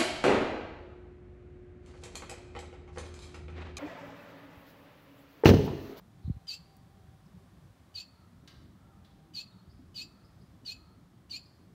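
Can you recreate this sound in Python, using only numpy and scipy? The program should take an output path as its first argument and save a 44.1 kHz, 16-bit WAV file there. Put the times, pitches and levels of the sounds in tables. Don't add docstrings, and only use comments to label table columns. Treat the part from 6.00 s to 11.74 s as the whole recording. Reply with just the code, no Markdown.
import sys
import numpy as np
from scipy import signal
from scipy.fft import rfft, irfft, next_fast_len
from scipy.io import wavfile
from scipy.ndimage import uniform_filter1d, map_coordinates

SR = 44100
rng = np.random.default_rng(int(sys.argv[2]) if len(sys.argv) > 2 else 0)


def store_pcm(level_fs):
    pcm = np.round(np.clip(level_fs, -1, 1) * 32767).astype(np.int16)
    wavfile.write(sys.argv[1], SR, np.atleast_2d(pcm).T)


N = 253134


def amp(db):
    return 10 ** (np.asarray(db) / 20)


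def unit(x):
    return x / np.sqrt(np.mean(x ** 2) + 1e-20)


def ramp(u):
    return np.sin(np.pi / 2 * np.clip(u, 0, 1)) ** 2


def wobble(rate, size):
    knots = rng.standard_normal(int(size * rate / SR) + 4)
    return map_coordinates(knots, [np.arange(size) * rate / SR])


def coloured(x, points):
    size = next_fast_len(len(x) + 8192)
    hz, db = np.transpose(points)
    gain = amp(np.interp(np.log(np.fft.rfftfreq(size, 1 / SR) + 1), np.log(hz), db))
    return unit(irfft(rfft(x, size) * gain, size)[:len(x)])


def noise(points, size):
    return coloured(rng.standard_normal(size), points)


def burst(colour, t, t60):
    return noise(colour, len(t)) * amp(-60 * t / t60)


def phase_of(hz):
    return 2 * np.pi * np.cumsum(hz) / SR


def harmonics(phase, levels, first):
    return sum(amp(db) * np.sin(k * phase) for k, db in enumerate(levels, first))


def add(out, start, x):
    i = max(round(start * SR), 0)
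    out[i:i + len(x)] += x[:len(out) - i]


def patchy(x, depth_db):
    bands = signal.stft(x, nperseg=2048)[2]
    swells = uniform_filter1d(rng.standard_normal(bands.shape), size=3, axis=0)
    swells = uniform_filter1d(swells, size=3, axis=1)
    return unit(signal.istft(bands * amp(depth_db * unit(swells)), nperseg=2048)[1][:len(x)])


# (t/s, level/dB)
TRAFFIC_RIDE = [(0.0, -61), (0.78, -63.5), (0.94, -60.5), (2.14, -63.5), (2.43, -59), (5.74, -60.5)]
# (f/Hz, relative level/dB)
RUMBLE_EQ = [(13, -57), (22, -31), (51, -2.5), (102, 2), (140, -2.5), (183, 1), (228, -7.5), (284, -8),
             (360, -11.5), (413, -18), (474, -26.5), (600, -27), (780, -50), (1320, -120)]
AIR_EQ = [(240, -25.5), (400, -5), (684, -3), (761, -3), (873, -6.5), (1150, -4.5), (1320, -9), (1450, -9),
          (1770, -10.5), (2750, -17), (3310, -15), (6500, -22), (8800, -23.5), (11000, -25), (15500, -27.5)]


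def town(lift_db=3, air_db=-69.5):
    traffic_db = np.interp(np.arange(N) / SR, *np.transpose(TRAFFIC_RIDE)) + lift_db
    rumble = amp(traffic_db + 1.52 * wobble(30, N)) * patchy(noise(RUMBLE_EQ, N), depth_db=3.5)
    wash = amp(air_db + 0.96 * wobble(1.98, N)) * noise(AIR_EQ, N)
    return rumble + wash


# (t/s, level/dB, length/s, starting f/Hz)
WHINE_SWELLS = [(.05, -71.5, 0.51, 782), (.55, -71.5, 0.7, 785), (2.72, -74.5, 0.71, 788)]


def whine(sag_hz_per_s=25.9):
    out = np.zeros(N)
    for start, db, length, hz in WHINE_SWELLS:
        t = np.arange(int(length * SR)) / SR
        swell = np.sin(np.pi * t / length).clip(0) ** .5 * amp(db + 2.8 * wobble(10, len(t)))
        pitch = hz - sag_hz_per_s * t + 16 * wobble(50.7, len(t))
        add(out, start, swell * np.sin(phase_of(pitch)))
    return out


# (f/Hz, relative level/dB)
STREET_EQ = [(1300, 1), (2500, -6), (4400, -4.5), (7000, -9), (15000, -5)]


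def reverb(x, t60, wet_db, build_s=0.0052):
    t = np.arange(SR * 3 // 4) / SR
    tail = burst(STREET_EQ, t, t60) * (1 - np.exp(-t / build_s))
    response = amp(wet_db) * tail / np.linalg.norm(tail)
    response[0] += 1
    return signal.fftconvolve(x, response)


# (t/s, level/dB, first f/Hz, last f/Hz, length/s)
BIRD_PEEPS = [(0.219, -69.5, 4310, 3750, 0.08), (1.257, -74, 5000, 5300, 0.017),
              (3.513, -65.5, 3810, 3700, 0.023), (3.686, -68, 4400, 5140, 0.053),
              (4.237, -68, 5110, 4890, 0.035), (4.399, -71.5, 4110, 5330, 0.042),
              (5.448, -62.5, 4450, 5130, 0.025)]


def peeps():
    out = np.zeros(N)
    for start, db, first_hz, last_hz, length in BIRD_PEEPS:
        u = np.linspace(0, 1, int(length * SR))
        hz = (first_hz + (last_hz - first_hz) * u) * (1 + .05 * wobble(540, len(u)))
        peep = np.sin(np.pi * u) * np.sin(phase_of(hz))
        add(out, start, amp(db) * reverb(peep, t60=0.93, wet_db=-1.0))
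    return out


# (t/s, level/dB, first f/Hz, last f/Hz, swell time/s)
CAMERA_BUMPS = [(0.2432, -31, 115, 76.4, 0.014), (0.2764, -27.5, 240, 85.5, 0.0065),
                (0.297, -22.5, 338, 44.4, 0.0082), (0.344, -39.5, 80, 60, 0.0076),
                (0.365, -36.5, 139, 85, 0.0056)]


def bumps(relax_s=.007):
    out, t = np.zeros(N), np.arange(SR // 6) / SR
    for start, db, first_hz, last_hz, swell_s in CAMERA_BUMPS:
        hz = last_hz + (first_hz - last_hz) * np.exp(-t / relax_s)
        push = (t / swell_s * np.exp(1 - t / swell_s)) ** 2
        add(out, start, -amp(db) * push * np.sin(phase_of(hz)))
    return out


def glides(t, length, upper_hz, lower_hz, upper_sag_hz=650, lower_sag_hz=231):
    u = t / length
    sag = np.exp(-((u - .52) / .33) ** 2)
    before_break_hz = 439.6 * (.5 - .5 * np.tanh((u - .38) / .052))
    scoop_hz = 297 * np.exp(-t / 0.00399)
    return upper_hz - upper_sag_hz * sag, lower_hz - lower_sag_hz * sag + before_break_hz - scoop_hz


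def efforts(t, length, lower_db, attack_s, fade_db, closed_db=-26, growth_db=18.5):
    gate = ramp(t / 0.0029) * ramp((length - t) / .014)
    late_entry = ramp(t / 0.0056) ** 2
    accent_db = 7 * (1 - ramp(t / 0.006 - .5))
    upper = amp(closed_db * (1 - ramp(t / attack_s)) - fade_db * t / length)
    lower = amp(lower_db - growth_db * (1 - t / length) + accent_db)
    return gate * late_entry * upper, gate * lower


LOWER_HARMONICS = [-8.5, -33, -32, -25]
UPPER_HARMONICS = [-17, -23]
SUM_TONES = [-3, -20]
# (f/Hz, relative level/dB)
RASP_EQ = [(1200, -17.5), (2000, -15.5), (2500, -2), (3600, 0.5), (5200, -3), (6200, -4.5), (7400, -8.5),
           (8200, -17), (9200, -15), (10400, -24), (12000, -16.5), (13700, -16), (15700, -29)]


def chirp(length, upper_pitch, lower_pitch, lower_db, attack_s, fade_db,
          flutter_hz=490, squeak_growth_db=8, hiss_db=-15):
    t = np.arange(int(length * SR)) / SR
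    upper_hz, lower_hz = glides(t, length, upper_pitch, lower_pitch)
    upper, lower = efforts(t, length, lower_db, attack_s, fade_db)
    rasp = .54 + .23 * np.exp(-((t / length - .63) / .26) ** 2)
    upper_phase = phase_of(upper_hz) + .35 * rasp * wobble(700, len(t))
    lower_phase = phase_of(lower_hz) + .3 * rasp * wobble(700, len(t))
    flutter = phase_of(flutter_hz * (1 + 0.182 * wobble(297, len(t))))
    upper_side = 0.31 * rasp * np.sin(upper_phase - flutter)
    lower_side = 0.71 * rasp * np.sin(lower_phase + flutter) * (.7 + .7 * np.cos(flutter))
    voices = upper * (np.sin(upper_phase) + upper_side) + lower * (np.sin(lower_phase) + lower_side)
    overtones = lower * harmonics(lower_phase, LOWER_HARMONICS, first=2)
    overtones += rasp ** 3.04 * upper * harmonics(upper_phase, UPPER_HARMONICS, first=2)
    squeak_gain = amp(squeak_growth_db * (t / length - 1)) * np.minimum(upper, lower)
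    squeak = squeak_gain * harmonics(upper_phase + lower_phase, SUM_TONES, first=1)
    hiss = amp(hiss_db) * rasp * np.sqrt(upper + lower) * noise(RASP_EQ, len(t))
    return voices + overtones + squeak + hiss


# (delay/s, level/dB)
BALCONY_ECHOES = [(.0023, -3), (.0058, -6), (0.0126, -7.5), (0.022, -15), (.027, -12.5)]


def balcony(x):
    out = np.pad(x, (0, SR // 20))
    for delay, db in BALCONY_ECHOES:
        add(out, delay * (1 + .03 * rng.standard_normal()), amp(db) * x)
    return out


# (t/s, level/dB, length/s, upper base f/Hz, lower base f/Hz,
# lower voice's closing relative level/dB, upper voice's attack/s, its fade over the call/dB)
CHICK_CHIRPS = [(0.468, -40.5, 0.089, 5060, 2793, -16, 0.026, 16),
                (1.94, -43, 0.082, 4890, 2748, -13, 0.019, 12.5),
                (3.335, -41.5, 0.088, 4890, 2713, -15, 0.023, 13.5),
                (3.942, -42.5, .095, 4960, 2690, -14, 0.031, 14.5),
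                (4.648, -42, .087, 4830, 2665, -12.5, 0.021, 11.5),
                (5.295, -42, 0.084, 4868, 2629, -5, 0.017, 4.5)]


def chick():
    out = np.zeros(N)
    for start, db, *shape in CHICK_CHIRPS:
        near = reverb(balcony(chirp(*shape)), t60=0.22, wet_db=-12)
        call = reverb(near, t60=0.78, wet_db=-21.5)
        add(out, start, amp(db) * call / np.std(call[:SR // 12]))
    return out


# (t/s, level/dB, t60/s)
NEAR_TICKS = [(0.767, -59, 0.024)]


def tick():
    out, t = np.zeros(N), np.arange(SR // 4) / SR
    bright_eq = [(1000, 3), (4000, 3), (14000, 15)]
    for start, db, t60 in NEAR_TICKS:
        add(out, start, amp(db) * burst(bright_eq, t, t60))
    return out


# (t/s, level/dB, length/s)
CROW_CAWS = [(2.081, -75, 0.25), (2.741, -73.5, .24), (3.398, -76, 0.29), (4.041, -76, 0.24),
             (4.714, -75, 0.27)]
# (f/Hz, relative level/dB)
THROAT_EQ = [(600, -35), (950, -8.5), (1150, 1.5), (1340, -7), (1480, -11), (2000, -28)]


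def crow():
    out = np.zeros(N)
    for start, db, length in CROW_CAWS:
        arch = np.sin(np.linspace(0, np.pi, int(length * SR))).clip(0) ** .5
        hz = (410 + 40 * arch) * (1 + 0.046 * wobble(197.2, len(arch)))
        caw = coloured(harmonics(phase_of(hz), [0, 0, 0], first=2), THROAT_EQ)
        add(out, start, amp(db) * reverb(arch * caw, t60=1.0, wet_db=-4))
    return out


# (t/s, level/dB, t60/s, share of hollow ring/0-1)
STREET_CLACKS = [(2.475, -50.5, 0.086, 0.3), (3.045, -63, 0.13, 0.7)]
# (f/Hz, relative level/dB)
IMPACT_EQ = [(300, -36), (700, -14), (1050, -4), (2300, -9), (3500, -4.5), (4400, -4.5), (5500, -7),
             (8000, -18), (15000, -27)]
HOLLOW_EQ = [(2700, -21), (3450, -11), (4400, -14), (6000, -40)]


def clacks(attack_s=0.0013):
    out, t = np.zeros(N), np.arange(SR // 4) / SR
    for start, db, t60, ring_share in STREET_CLACKS:
        impact = np.sqrt(1 - ring_share) * burst(IMPACT_EQ, t, t60)
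        ring = np.sqrt(ring_share) * burst(HOLLOW_EQ, t, t60)
        clack = (impact + ring) * (1 - np.exp(-t / attack_s))
        add(out, start, amp(db) * reverb(clack, t60=0.7, wet_db=0))
    return out


def scene():
    return (town() + whine() + peeps() + bumps() + chick() + tick() + crow() + clacks())[None]


def record(dry, low_cut_hz=32, top_hz=15720):
    size = next_fast_len(N + 8192)
    hz = np.fft.rfftfreq(size, 1 / SR)
    low_cut = hz ** 4 / np.hypot(hz ** 4, low_cut_hz ** 4)
    return irfft(rfft(dry, size) * low_cut * (hz < top_hz), size)[:, :N]


dry = scene()
out = record(dry)
store_pcm(out)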